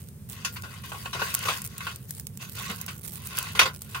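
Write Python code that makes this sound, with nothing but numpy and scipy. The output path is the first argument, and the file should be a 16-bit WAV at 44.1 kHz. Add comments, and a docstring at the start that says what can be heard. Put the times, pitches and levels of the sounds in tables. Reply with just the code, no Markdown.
"""A steel tray rings, short and damped, as a load of fish knocks and scrapes on it, outdoors and close by.
The fish are tied to skewers with leaf strips, which rustle as they are pulled, crinkle in the hands
and tick as single fibres snap. A low rumble, a thin hiss and a faint whine lie underneath."""
import sys
import numpy as np
from scipy import signal
from scipy.fft import rfft, irfft
from scipy.io import wavfile

SR = 44100
rng = np.random.default_rng(int(sys.argv[2]) if len(sys.argv) > 2 else 0)


def persist_wave(psi):
    """Save psi, clipped to +-1, as 16-bit WAV."""
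    counts = np.round(np.clip(psi, -1, 1) * 32767).astype(np.int16)
    wavfile.write(sys.argv[1], SR, np.atleast_2d(counts).T)


N = 176400
T = np.arange(N) / SR
GRID_HZ = np.arange(N + 1) * SR / (2 * N)
THUD_BELOW_HZ, RING_BELOW_HZ, BRIGHT_ABOVE_HZ = 895, 1614, 4130

# knocks on the tray: t/s, level/dB, thud/dB, brightness/dB, attack/s, t60/s
KNOCKS = [(.447, -28.5, 1.5, 9.5, 0.0018, .14), (.555, -31, -16, -4, .014, 0.11),
          (.633, -37.5, 6, -2.5, 0.0035, 0.26), (0.833, -39, -2, 0, 0.006, 0.35),
          (0.918, -26.5, 7.5, -16, 0.00097, 0.074), (0.942, -39.5, 16.5, -3, 0.0021, 0.13),
          (1.056, -26, 5, -6.5, 0.0018, 0.079), (1.129, -28.5, -2.5, 0, 0.0035, 0.3),
          (1.149, -33.5, 14, -17, 0.0024, 0.14), (1.191, -24, -6, -15, 0.0047, 0.069),
          (1.2169, -17, 3.5, -19, 0.0016, 0.083), (1.454, -28, 12, 1, 0.0021, 0.096),
          (1.481, -18, 3, -6.5, 0.0053, 0.17), (1.804, -25.5, -19, -11, 0.00377, 0.099),
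          (1.867, -23, -4, -11, 0.0016, 0.14), (2.686, -27.5, 3.5, -6, 0.02, 0.18),
          (2.879, -31, -3, 0, 0.00258, .19), (3.376, -27.5, -5, 1, 0.0039, 0.11),
          (3.549, -27.5, 3.5, 0.5, .0035, 0.23), (3.573, -27.5, -8, -10, 0.0015, 0.087),
          (3.5919, -8, -0.5, -0.5, .001, 0.13), (3.613, -10.5, 5.5, -7, 0.0018, 0.097),
          (3.629, -20, 0, -0.5, 0.0015, 0.095), (3.655, -18, 3.5, -6, 0.0024, 0.14),
          (3.945, -21, -10, -8.5, 0.0034, 0.13)]
# clearest tray modes: f/Hz, level/dB, t60/s
TRAY_MODES = [(1014, -4.5, 0.17), (1074, -4.5, 0.15), (1107.7, 0, 0.072), (1416, -0.5, 0.17),
              (1532, -4, 0.064), (1914, -10.5, 0.06), (2594, -4.5, 0.059), (2770, -5.5, 0.1),
              (2926, -6.5, 0.04), (3310, -17, 0.11)]
# tray position: t/s, left minus right/dB
TRAY_PAN = [(1.0, 2.5), (1.9, 1), (2.6, -1.5), (3.3, 0.5), (3.6, -0.5)]


def knocks():
    """Force of each knock: a contact, then a fast dying rattle."""
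    shapes = [from_db(db) * envelope(t, attack_s, 0, t60_s) for t, db, _, _, attack_s, t60_s in KNOCKS]
    _, _, thud_db, bright_db, _, _ = np.transpose(KNOCKS)
    return contact(noise, np.array(shapes), thud_db, bright_db)


def strikes(gain_db=-29, spread_db=3, soft_s=.0021):
    """Each knock's first blow rings the clear modes, each with its own strength; slow blows less."""
    t, db, _, bright_db, attack_s, _ = np.transpose(KNOCKS)
    strengths_db = db[:, None] + gain_db + spread_db * rng.standard_normal((len(t), len(TRAY_MODES)))
    onsets = ((t + attack_s / 2) * SR).astype(int)
    out = 0
    for (hz, mode_db, t60_s), blow_db in zip(TRAY_MODES, strengths_db.T):
        tilt_db = (hz > RING_BELOW_HZ) * bright_db / 2
        blows = np.full(N, 1e-18)
        blows[onsets] = from_db(blow_db + mode_db + tilt_db) / (1 + attack_s / soft_s)
        radius, angle = from_db(-60 / (t60_s * SR)), 2 * np.pi * hz / SR
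        feedback = [1, -2 * radius * np.cos(angle), radius ** 2]
        out = out + signal.lfilter([0, np.sin(angle) / t60_s], feedback, blows)
    return butterworth(out, 4, THUD_BELOW_HZ, "high") * panned(in_time(TRAY_PAN))


def scrapes():
    """Force of dense tiny slips while the load slides."""
    # slides: t/s, length/s, start level/dB, end level/dB
    slides = [(0.295, 0.14, -49, -46.5), (0.673, 0.11, -47, -46), (0.865, 0.24, -45.5, -46),
              (1.182, 0.26, -29, -41.5), (1.401, 0.13, -32.5, -31), (1.529, .045, -39, -39),
              (1.663, 0.23, -55, -38), (2.382, 0.037, -46, -38), (2.539, 0.15, -36, -37.5),
              (2.744, .069, -53, -43), (3.117, 0.28, -56, -38.5), (3.295, .2, -39, -38),
              (3.793, 0.19, -62.5, -42.5)]
    shapes = []
    for t, length_s, start_db, end_db in slides:
        level = from_db(np.interp(T, [t, t + length_s], [start_db, end_db]))
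        shapes.append(level * envelope(t, attack_s=.04, hold_s=length_s, t60_s=.28))
    return contact(lambda: grains(per_s=1200, spread_db=1), np.array(shapes), thud_db=-1.5, bright_db=1.5)


def contact(texture, shapes, thud_db, bright_db):
    """Contact force in four bands: thud sets the bass, brightness tilts the treble."""
    bands = [(THUD_BELOW_HZ, "low", thud_db),
             ([THUD_BELOW_HZ, RING_BELOW_HZ], "band", 0),
             ([RING_BELOW_HZ, BRIGHT_ABOVE_HZ], "band", bright_db / 2),
             (BRIGHT_ABOVE_HZ, "high", bright_db)]
    out = 0
    for hz, kind, db in bands:
        level = np.linalg.norm(shapes * from_db(np.reshape(db, (-1, 1))), axis=0)
        out = out + level * butterworth(texture(), 4, hz, kind)
    return out


def tray(force, ring_db=13.5):
    """Loaded tray: a few clear modes over many damped ones; the bass is nearly alike in both ears."""
    # dense remaining modes: f/Hz, relative density/dB
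    dense_modes = [(40, -85), (160, -7), (270, -15), (430, -5.5), (750, -7), (1650, 1), (2700, 0),
                   (4000, -4), (4750, -4.5), (5500, -4.5), (7300, -10), (15000, -15)]
    # stereo width: f/Hz, side minus mid/dB
    side_ratio = [(600, -9.5), (1300, -5), (2400, 1), (4400, 3), (15000, -3)]
    power = 1
    for hz, db, t60_s in TRAY_MODES:
        detuning = (GRID_HZ - hz) * 2 * np.pi * t60_s / np.log(1000)
        power = power + from_db(db + ring_db) ** 2 / (1 + detuning ** 2)
    width = gains(side_ratio)
    body = rms_one(gains(dense_modes) * np.sqrt(power)) / np.sqrt(1 + width ** 2)
    mid, side = filtered(force[0], body), filtered(force[1], body * width)
    return stereo(mid, side) * panned(in_time(TRAY_PAN))


def scattered(x, t60_s=.039, echo_db=-5.5, above_hz=1700):
    """Dense, quickly dying treble reflections between tray, hands and ground."""
    echoes = noise() * from_db(-60 * np.minimum(T / t60_s, 3))
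    echoes = from_db(echo_db) * echoes / np.linalg.norm(echoes, axis=1, keepdims=True)
    echoes = butterworth(echoes, 3, above_hz, "high")
    return (x + signal.fftconvolve(x, echoes, axes=1)[:, :N]) / np.sqrt(1 + from_db(echo_db) ** 2)


def wandering(x, spread_db, shifts_per_s=30):
    """The contact point wanders, so each narrow band swells and fades on its own."""
    hz = np.arange(N // 2 + 1) * SR / N
    centres_hz = np.geomspace(400, 16000, 30)
    spectrum, out = rfft(x), 0
    for share in np.eye(len(centres_hz)):
        drift = np.interp(T * shifts_per_s + rng.random(), np.arange(256), rng.standard_normal(256))
        band = irfft(spectrum * np.interp(hz, centres_hz, share), N)
        out = out + band * rms_one(from_db(spread_db * drift))
    return out


def bump(level_db=-29, hz=197.3):
    """A few low cycles as the load is pressed down."""
    shape = envelope(start_s=2.69, attack_s=.017, hold_s=0, t60_s=.042)
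    return from_db(level_db) * shape * np.sin(2 * np.pi * hz * T)


def snaps(attack_s=.0007, t60_s=.011, tail_db=-21, ring_db=-7.5, ring_q=21, ring_hz=(5260, 13800)):
    """Leaf fibres give way: a bright tick with a faint tail and three resonances of its own."""
    # fibre breaks: t/s, level/dB
    breaks = [(0.086, -36), (0.298, -30), (0.322, -33), (.621, -29.5), (1.3412, -17), (1.3487, -10),
              (1.390, -23.5), (1.574, -28), (1.584, -30), (1.618, -24.5), (1.6417, -27), (1.6486, -23.5),
              (1.654, -27), (1.662, -26), (1.674, -28), (1.780, -24.5), (1.959, -28), (2.107, -21.5),
              (2.149, -33.5), (2.197, -25), (2.2686, -25), (2.373, -29), (2.495, -31.5), (2.76, -30),
              (2.813, -22.5), (2.863, -26), (3.078, -27.5), (3.156, -28.5), (3.271, -25.5), (3.371, -21),
              (3.386, -12.5), (3.427, -22.5), (3.8184, -25.5)]
    # tick spectrum: f/Hz, relative density/dB
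    colour = [(300, -11), (1500, -7), (3500, -6.5), (5500, -2), (8500, 3.5), (12000, 1.5), (15000, 5)]
    out = np.zeros((2, N))
    for t, db in breaks:
        span = slice(int(t * SR), int(t * SR) + 4096)
        burst = envelope(t, attack_s, 0, 2 * t60_s) ** 2
        tail = from_db(tail_db) * envelope(t, attack_s, 0, t60_s=.072)
        tick = (burst + tail)[span] * rng.standard_normal((2, len(T[span])))
        rings = sum(resonance(tick, hz, ring_q) for hz in rng.uniform(*ring_hz, size=3))
        out[:, span] += from_db(db) * (tick + from_db(ring_db) * rings)
    return coloured(out, colour)


def rustle():
    """Leaf strips: fine friction during each pull, sparse crinkles throughout."""
    # strip drawn through the fingers: t/s, length/s, level/dB
    pulls = [(0.284, 0.05, -39), (0.52, 0.03, -39.5), (0.843, 0.23, -44.5), (1.214, 0.17, -41),
             (1.411, 0.15, -38), (1.806, 0.099, -47.5), (2.07, 0.13, -43.5), (2.413, 0.015, -37.5),
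             (2.509, 0.13, -45.5), (3.027, 0.052, -37.5), (3.117, 0.053, -42.5), (3.241, 0.036, -42),
             (3.344, 0.051, -39), (3.885, 0.19, -44.5)]
    # strips crinkling in the hands: t/s, level/dB
    handling = [(0, -45.5), (.25, -91), (.5, -53), (1.5, -48), (2, -54.5), (2.33, -57), (2.6, -41),
                (3, -48.5), (3.8, -45), (4, -70.5)]
    # leaf spectrum: f/Hz, relative density/dB
    colour = [(300, -6.5), (1500, -9.5), (4000, -7.5), (6500, -7), (8700, -0.5), (11000, -2.5), (15000, 0)]
    pulling = sum(from_db(db) * envelope(t, attack_s=.014, hold_s=length_s, t60_s=.15)
                  for t, length_s, db in pulls)
    friction = pulling * grains(per_s=900, spread_db=3.5)
    crinkles = from_db(in_time(handling)) * grains(per_s=240, spread_db=3)
    return coloured(friction + crinkles, colour)


def background(rumble_db=-43, side_db=-16, hiss_db=-56, whine_db=-66.5, whine_hz=8760, width_hz=190):
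    """Steady low rumble, thin hiss and a faint, narrow whine."""
    # rumble spectrum: f/Hz, relative density/dB
    rumble_colour = [(20, -37), (42, -26.5), (65, -7.5), (90, -0.5), (150, -2.5), (210, -8), (300, -26.5),
                     (420, -21.5), (700, -37.5), (8000, -50.5)]
    # hiss spectrum: f/Hz, relative density/dB
    hiss_colour = [(1000, -9.5), (4500, -13), (7500, -8.5), (15000, -4.5)]
    mid, side = coloured(noise(), rumble_colour)
    rumble = from_db(rumble_db) * stereo(mid, from_db(side_db) * side) * panned(balance_db=-2)
    whine = from_db(whine_db) * rms_one(resonance(noise(), whine_hz, whine_hz / width_hz))
    hiss = from_db(hiss_db) * coloured(noise(), hiss_colour)
    return rumble + hiss + whine


def grains(per_s, spread_db, decay_s=.0005):
    """Random clicks of uneven size, each a tiny noise burst that differs between the ears."""
    sizes = from_db(spread_db * np.minimum(rng.exponential(1, N), 4))
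    clicks = sizes * (rng.random(N) < per_s / SR)
    power = signal.lfilter([1], [1, -np.exp(-1 / (decay_s * SR))], clicks ** 2 + 1e-18)
    return rms_one(np.sqrt(power) * noise())


def envelope(start_s, attack_s, hold_s, t60_s):
    """Linear rise, hold until hold_s after the start, exponential release."""
    age_s = T - start_s
    release_db = -60 * np.clip((age_s - max(attack_s, hold_s)) / t60_s, 0, 3)
    return np.clip(age_s / attack_s, 0, 1) * from_db(release_db)


def gains(points):
    """Gains on GRID_HZ from rows of f/Hz, level/dB."""
    hz, db = np.transpose(points)
    return from_db(np.interp(np.log(GRID_HZ + 1), np.log(hz), db))


def filtered(x, gain):
    """Minimum-phase filter with the given gains."""
    cepstrum = irfft(np.log(gain + 1e-9))
    cepstrum[1:N] *= 2
    cepstrum[N + 1:] = 0
    return irfft(rfft(x, 2 * N) * np.exp(rfft(cepstrum)))[..., :N]


def coloured(x, points):
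    """Colours white sound at constant power."""
    return filtered(x, rms_one(gains(points)))


def butterworth(x, order, hz, kind):
    return signal.sosfilt(signal.butter(order, hz, kind, fs=SR, output="sos"), x)


def resonance(x, hz, q):
    return signal.lfilter(*signal.iirpeak(hz, q, fs=SR), x)


def noise():
    return rng.standard_normal((2, N))


def from_db(db):
    return 10 ** (np.asarray(db) / 20)


def rms_one(x):
    return x / np.sqrt(np.mean(x ** 2) + 1e-20)


def in_time(rows):
    return np.interp(T, *np.transpose(rows))


def panned(balance_db):
    """Channel gains for a left-minus-right level."""
    return from_db(np.array([[.5], [-.5]]) * balance_db)


def stereo(mid, side):
    return np.array([mid + side, mid - side])


def scene():
    """Tray and leaf strips over the background."""
    # strip position: t/s, left minus right/dB
    leaf_pan = [(.3, -5), (.5, 1), (1.35, -1.5), (2.1, 2), (2.25, -4), (3.1, -7), (3.4, -1)]
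    ringing = strikes()
    force = wandering(scattered(knocks() + scrapes()), spread_db=3.2)
    leaves = (snaps() + wandering(rustle(), spread_db=3)) * panned(in_time(leaf_pan))
    return ringing + tray(force) + bump() + leaves + background()


def record(dry, lag_s=.00008, cutoff_hz=15700):
    """The right microphone, a little farther away, lags; full-scale clip, then a steep low-pass."""
    pair = np.array([dry[0], np.roll(dry[1], round(lag_s * SR))])
    lowpass = signal.ellip(10, .1, 100, cutoff_hz, fs=SR, output="sos")
    return signal.sosfilt(lowpass, np.clip(pair, -1, 1))


dry = scene()
out = record(dry)
persist_wave(out)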